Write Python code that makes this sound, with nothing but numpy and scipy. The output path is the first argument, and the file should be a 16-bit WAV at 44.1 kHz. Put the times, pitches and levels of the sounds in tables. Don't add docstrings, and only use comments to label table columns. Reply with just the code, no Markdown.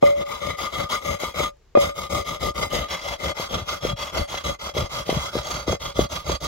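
import sys
import numpy as np
from scipy import signal
from scipy.fft import rfft, irfft, next_fast_len
from scipy.io import wavfile

SR = 44100
rng = np.random.default_rng(int(sys.argv[2]) if len(sys.argv) > 2 else 0)


def bounce(signal):
    frames = np.transpose(np.atleast_2d(signal))
    limited = np.clip(frames, -1, 1)
    pcm = np.round(limited * 32767).astype(np.int16)
    wavfile.write(sys.argv[1], SR, pcm)


N = 285561

# start_s, length_s, lean_db, crunch_db, arm_weight_db
STROKES = [(0.008, 0.15, -4, -40, 6), (0.127, 0.12, 16.5, -44.5, 7.5), (0.243, 0.2, -9, -42, -0.5),
           (0.388, 0.18, 0, -38.5, 6.5), (0.561, 0.17, -20.5, -37.0, -0.5), (0.7, 0.19, -5.5, -37, 4.5),
           (0.884, 0.12, -9, -32, -4), (0.987, 0.2, 7.5, -37.5, 7), (1.178, 0.17, -6.5, -39, 0.5),
           (1.335, 0.18, -11, -33.5, 3), (1.748, 0.19, 1.5, -37.5, 5.5), (1.937, 0.16, -6, -39.0, 1.5),
           (2.085, 0.16, -2, -34.5, 6), (2.24, 0.16, -11.5, -37.5, 0.5), (2.389, 0.14, -5.5, -34.5, 5.5),
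           (2.534, 0.17, -1.5, -34.5, 2.5), (2.69, 0.23, -26, -36.5, 5.5), (2.877, 0.17, -21, -37.5, -2),
           (2.989, 0.19, 5.5, -38, 1), (3.169, 0.17, 7, -36, 4.5), (3.342, 0.18, -16.5, -39.5, -3.5),
           (3.482, 0.18, -13.5, -36.5, 3.5), (3.646, 0.17, -8.5, -36, -4.5), (3.798, 0.15, 2.5, -36, 4),
           (3.956, 0.18, -10.5, -37.5, -3), (4.112, 0.16, -6, -35, 5.0), (4.267, 0.19, -13.5, -38.0, -3.0),
           (4.431, 0.14, -18, -35, 4), (4.586, 0.15, -7.5, -38.5, -2), (4.735, 0.16, -18, -35, 5),
           (4.882, 0.17, 2, -36, -2.0), (5.038, 0.2, -4.5, -35.5, 3), (5.184, 0.2, -30, -37.5, -5.0),
           (5.317, 0.13, -8.5, -36.5, 2), (5.415, 0.27, -9.5, -36.0, -2), (5.661, 0.12, -9.5, -34, 4.5),
           (5.793, 0.15, -11, -37.5, -1.5), (5.937, 0.14, 4, -34, 4.5), (6.085, 0.18, -19.5, -37, -2),
           (6.238, 0.15, -4, -34, 3), (6.4, 0.093, -3.5, -35, -1)]
# start_s, crunch_db
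BURSTS = [(0.897, -45), (1.199, -39.5), (1.799, -34.5), (2.728, -35), (2.899, -40.5), (3.395, -38),
          (3.701, -39)]
# start_s, level_db, ring_t60_s, contact_cutoff_hz
BLOWS = [(.0260, -4.5, 0.58, 420), (1.752, -4.5, 0.37, 533)]
# start_s, level_db, pitch_hz
THUMPS = [(0.0276, -11.5, 497), (0.0358, -12.5, 490), (0.834, -24.5, 184), (1.234, -20, 460),
          (1.403, -18.5, 472), (1.751, -12.5, 600), (1.772, -8, 550), (1.78, -13, 515), (2.733, -20, 465),
          (3.398, -17.5, 554), (3.614, -27, 92), (3.850, -13.5, 490), (3.929, -23.5, 110),
          (4.162, -24, 448), (4.198, -21.5, 64), (4.342, -21, 644), (4.48, -27, 87), (4.767, -17, 480),
          (4.813, -22.5, 69), (5.0921, -12.5, 460), (5.127, -18, 474), (5.165, -16, 140),
          (5.3538, -11, 490), (5.366, -22, 396), (5.679, -12.5, 340), (5.696, -20, 510), (5.7289, -11, 470),
          (5.9912, -7, 460), (6.001, -18.5, 192), (6.296, -13, 490)]
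# pitch_hz, t60_s, coarse_db, powder_db, left_minus_right_db, left_lead_rad
BOWL_MODES = [(573, 0.17, 8, 9.5, -1, -3.5), (586.5, 0.039, 3.5, 11, -0.5, 0.5),
              (1213.5, 0.099, 6, -2, -0.5, 0.9), (1148.7, 0.061, -6, -2.5, -20.5, -2.1),
              (1389, 0.028, -6.5, -6, -5.5, 2.5), (2065, 0.052, -1, -5, 4, -1.3),
              (2182, 0.034, -4, -13, 0, 1.5), (2470, 0.12, -14, -17, -41, 0.5),
              (3044, 0.0073, -1, -6, -3, -1), (3310, 0.046, 3.5, 8, -3, -1.71), (3540, 0.014, 1, -2, -9, 4),
              (3924, 0.055, -2, -0.5, -8, 1.2), (4140, 0.044, -22, -7, 6, 0),
              (4557, 0.058, -5, 3.5, -7.5, -3.5), (4997, 0.081, -3.5, -2.5, 6, 2.5),
              (5228, 0.021, -10, -4.5, -18, 1.5), (5450, 0.021, -8.5, 1.5, -3, 4),
              (5920, 0.032, -18, -4, -17, 1), (6405, 0.025, -14.5, -4, -10, 3.6),
              (6460, 0.022, -0.5, 0.5, -5.5, -0.5), (8110, 0.076, -10, -12, -12, -1.5)]
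# base_grains_per_s, size_spread_db, ring_time_share, bowl_db, sizzle_db, snap_db, roll_db
COARSE_SPICE = (6007, 3, 1.0, -13.5, 3.5, -24.5, -11.5)
POWDERED_SPICE = (8970.5, 3, 0.94, -16.5, 1.5, -21, -20)
BAND_BORDERS = [150, 900, 2700]
# frequency_hz, relative_db
GRIT_SPECTRUM = [(18, -15), (65, 17.5), (115, 6.5), (175, 11.5), (270, 5.5), (500, 6.5), (750, 4.5),
                 (1100, -3), (1750, -13), (3000, -6), (6700, -6.5), (9000, -27), (10500, -13),
                 (15500, -16.5)]
# frequency_hz, correlation
MIC_CORRELATION = [(60, 0.94), (400, 0.78), (800, 0.35), (1600, 0.77), (6000, 0.12)]
# frequency_hz, relative_db
ROOM_SPECTRUM = [(30, -4), (100, -18), (280, -34.5), (420, -22), (620, -33), (3000, -41), (7200, -44.5),
                 (8500, -58), (15000, -58)]

POWDER_FROM_S = 2.86
SCRAPE_DB, SCRAPE_DB_PER_S = 7, -0.8832
RUMBLE_DB, RUMBLE_DB_PER_S = -9, 1.5
PAN_DB, PAN_DB_PER_S = 4.5, -0.88


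def grinding(trim_db=-0.93, arch=1.25, rumble_per_weight=0.292):
    out = np.zeros((2, N))
    for start, length, lean_db, crunch_db, weight_db in STROKES:
        scrape_db = crunch_db + SCRAPE_DB + SCRAPE_DB_PER_S * start
        judder_db = crunch_db + weight_db
        rumble_db = judder_db + RUMBLE_DB + RUMBLE_DB_PER_S * start + rumble_per_weight * weight_db
        levels_db = [crunch_db, scrape_db, judder_db, rumble_db]
        sound = stroke(length, lean_db, arch, levels_db, powdery=start > POWDER_FROM_S)
        add(out, start, sound * undb(trim_db) * pan(PAN_DB + PAN_DB_PER_S * start))
    return out


def stroke(length_s, lean_db, arch, levels_db, powdery, size=16384):
    spice = POWDERED_SPICE if powdery else COARSE_SPICE
    rate, spread_db, ring_share, bowl_db, sizzle_db, snap_db, roll_db = spice
    f = np.fft.rfftfreq(size, 1 / SR)
    progress = np.clip(np.arange(size) / SR / length_s, 0, 1)
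    speed = np.maximum(np.sin(np.pi * progress ** 0.95), 0) * (progress < 1)
    pressure = speed ** arch * undb(lean_db * (progress - .5))
    load = speed ** (1.5 * arch) * undb((1.5 * lean_db + 6) * (progress - .5))
    crackle = fractures(pressure, rate, spread_db, catch_db=3.0)
    shudder = fractures(load, rate / 4, spread_db, catch_db=2.5)
    shatter = fractures(pressure ** 1.1, rate, spread_db, catch_db=-1.5)
    direct = grit(f, shudder, crackle, shatter, sizzle_db)
    spots = np.array([np.cos(np.pi / 2 * progress), np.sin(np.pi / 2 * progress)])
    clay = sum(rfft(force) * bowl(f, ring_share, powdery) for force in crackle * spots)
    roll = rolling(progress, pressure, weight_db=levels_db[2] - levels_db[0])
    loose_bits = spread(roll) * undb(roll_db) + snaps(pressure, length_s) * undb(snap_db)
    sound = direct + clay * undb(bowl_db) + rfft(loose_bits)
    lowpasses = [1 / (1 + (f / hz) ** 8) for hz in BAND_BORDERS]
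    shares = np.diff(lowpasses, axis=0, prepend=0, append=1)[::-1]
    spectrum = sum(undb(db) * unit(sound * share) for db, share in zip(levels_db, shares))
    return irfft(spectrum, size) * np.sqrt(length_s * SR * size / 2)


def fractures(pressure, rate, spread_db, catch_db, catch_hz=110):
    size = len(pressure)
    knots = rng.standard_normal(512)
    catch = undb(catch_db * np.interp(np.arange(size) / SR * catch_hz, np.arange(len(knots)), knots))
    breaks = rng.random((2, size)) < rate / SR * np.sqrt(pressure)
    sizes = undb(spread_db * np.minimum(rng.exponential(size=(2, size)), 4))
    signs = rng.choice([-1, 1], (2, size))
    return unit(breaks * sizes * signs * catch * pressure ** .75)


def grit(f, shudder, crackle, shatter, sizzle_db):
    low = 1 / (1 + (f / 420) ** 4)
    high = 1 - 1 / (1 + (f / 7000) ** 4)
    spectrum = rfft(spread(shudder)) * np.sqrt(low)
    spectrum += rfft(spread(crackle)) * np.sqrt((1 - low) * (1 - high))
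    spectrum += rfft(shatter) * np.sqrt(high)
    return spectrum * undb(along(GRIT_SPECTRUM, f) + along([(6000, 0.033), (9000, sizzle_db)], f))


def bowl(f, ring_share, powdery, detune=0.0019, contact_db=2.5, turn_rad_per_khz=0.32):
    response = 0
    for hz, t60, coarse_db, powder_db, pan_db, phase in BOWL_MODES:
        shift, weight, turn = rng.standard_normal(3)
        half_width_hz = np.log(1000) / (2 * np.pi * t60 * ring_share)
        mode = unit(1 / (1 + 1j * (f - hz * (1 + detune * shift)) / half_width_hz))
        gain = undb((powder_db if powdery else coarse_db) + contact_db * weight)
        at_mics = unit(lobes(pan_db, phase + turn * turn_rad_per_khz * hz / 1000))
        response += gain * at_mics * mode
    return response * np.sqrt(len(f))


def rolling(progress, pressure, weight_db, rest_share=0.49, width_hz=260):
    speed = np.abs(np.sin(np.pi * progress ** 1.3))
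    top_hz = 1050 * 2 ** (-0.07 * weight_db)
    phase = 2 * np.pi * np.cumsum(top_hz * (rest_share + (1 - rest_share) * speed)) / SR
    lowpass = signal.butter(2, width_hz / 2, fs=SR)
    flutter = signal.lfilter(*lowpass, rng.standard_normal((2, 2, len(speed))))
    hollow = flutter[0] * np.cos(phase) + flutter[1] * np.sin(phase)
    return unit(hollow * pressure) * undb(-weight_db)


def snaps(pressure, length_s, centre_hz=6400, t60_s=0.093, spread_db=4, count=56, size=1300):
    out, t = np.zeros((2, len(pressure) + size)), np.arange(size) / SR
    moments, traits = rng.random(count), rng.standard_normal((count, 4))
    for moment, (pitch, strength, side, phase) in zip(moments, traits):
        at = min(int(moment * length_s * SR), len(pressure) - 1)
        hz = centre_hz * 2 ** np.tanh(0.57 * pitch)
        ping = ring(t, hz, t60_s, 3 * side, np.pi * phase)
        out[:, at:at + size] += pressure[at] * undb(spread_db * strength) * ping
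    return unit(out[:, :len(pressure)])


def bursts(length_s=0.084, scrape_db=-1.5, judder_db=-4, rumble_db=-14):
    out = np.zeros((2, N))
    for start, crunch_db in BURSTS:
        levels_db = crunch_db + np.array([0, scrape_db, judder_db, rumble_db])
        powdery = start > POWDER_FROM_S
        add(out, start, stroke(length_s, lean_db=-14, arch=0.19, levels_db=levels_db, powdery=powdery))
    return out


def blows(upper_db=-4, upper_t60_stretch=2.5, rise_s=0.0004):
    out, t = np.zeros((2, N)), np.arange(24000) / SR
    for start, level_db, free_t60, cutoff_hz in BLOWS:
        sound = ring(t, BOWL_MODES[0][0], free_t60, pan_db=1.0, phase=2.74)
        for hz, t60, mode_db, _, pan_db, phase in BOWL_MODES[2:]:
            gain = undb(mode_db + upper_db) / (1 + (hz / cutoff_hz) ** 2)
            sound += gain * ring(t, hz, t60 * upper_t60_stretch, pan_db, phase)
        add(out, start, undb(level_db) * sound * (1 - np.exp(-t / rise_s)))
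    return out


def thumps(rise_cycles=0.58, pan_db=4.0, roughness=0.76):
    out, t = np.zeros((2, N)), np.arange(4096) / SR
    for start, level_db, hz in THUMPS:
        age = t * hz / rise_cycles
        noise = unit(band(rng.standard_normal(len(t)), 0.2 * hz, 1.53 * hz, order=4)) * np.sqrt(len(t))
        body = roughness * noise - np.sin(2 * np.pi * hz * t)
        envelope = age * np.exp(1 - age)
        add(out, start, undb(level_db) * envelope * body * pan(pan_db))
    return out


def wall_reflections(dry, wet_db=-23, t60_s=0.086):
    t = np.arange(11025) / SR
    noise = band(rng.standard_normal((2, len(t))), 150, 9000, order=1)
    tail = unit(noise * undb(-60 * t / t60_s))
    return undb(wet_db) * signal.fftconvolve(dry, tail, axes=1)[:, :N]


def room_tone(level_db=-52):
    size = next_fast_len(N, True)
    noise = spread(rng.standard_normal((2, size)))
    colour = undb(along(ROOM_SPECTRUM, np.fft.rfftfreq(size, 1 / SR)))
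    air = unit(irfft(rfft(noise) * colour, size))[:, :N] * np.sqrt(N)
    return undb(level_db) * air


def ring(t, hz, t60, pan_db, phase):
    mode = np.exp((2j * np.pi * hz - np.log(1000) / t60) * t)
    return (lobes(pan_db, phase) * mode).imag


def lobes(pan_db, phase):
    return pan(pan_db) * np.array([[1], [np.exp(-1j * phase)]])


def pan(db):
    return undb([[db / 2], [-db / 2]])


def spread(pair):
    size = pair.shape[-1]
    alike = along(MIC_CORRELATION, np.fft.rfftfreq(size, 1 / SR))
    mid, side = rfft(pair) * np.sqrt([(1 + alike) / 2, (1 - alike) / 2])
    return irfft([mid + side, mid - side], size)


def undb(db):
    return 10 ** (np.asarray(db) / 20)


def unit(x):
    return x / np.sqrt(np.mean(np.sum(np.abs(x) ** 2, axis=-1)) + 1e-18)


def along(points, hz):
    f, value = np.transpose(points)
    return np.interp(np.log(hz + 1), np.log(f), value)


def band(x, low_hz, high_hz, order):
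    return signal.sosfilt(signal.butter(order, [low_hz, high_hz], "band", fs=SR, output="sos"), x)


def add(out, start_s, sound):
    start = max(int(start_s * SR), 0)
    part = sound[:, :max(N - start, 0)]
    out[:, start:start + part.shape[1]] += part


def scene():
    mortar = grinding() + bursts() + blows() + thumps()
    return mortar + wall_reflections(mortar) + room_tone()


def record(dry, low_cut_hz=36, top_hz=15850):
    thinned = signal.sosfilt(signal.butter(3, low_cut_hz, "high", fs=SR, output="sos"), dry)
    clipped = np.clip(thinned, -1, 1)
    return signal.sosfilt(signal.ellip(10, .2, 80, top_hz, fs=SR, output="sos"), clipped)


dry = scene()
out = record(dry)
bounce(out)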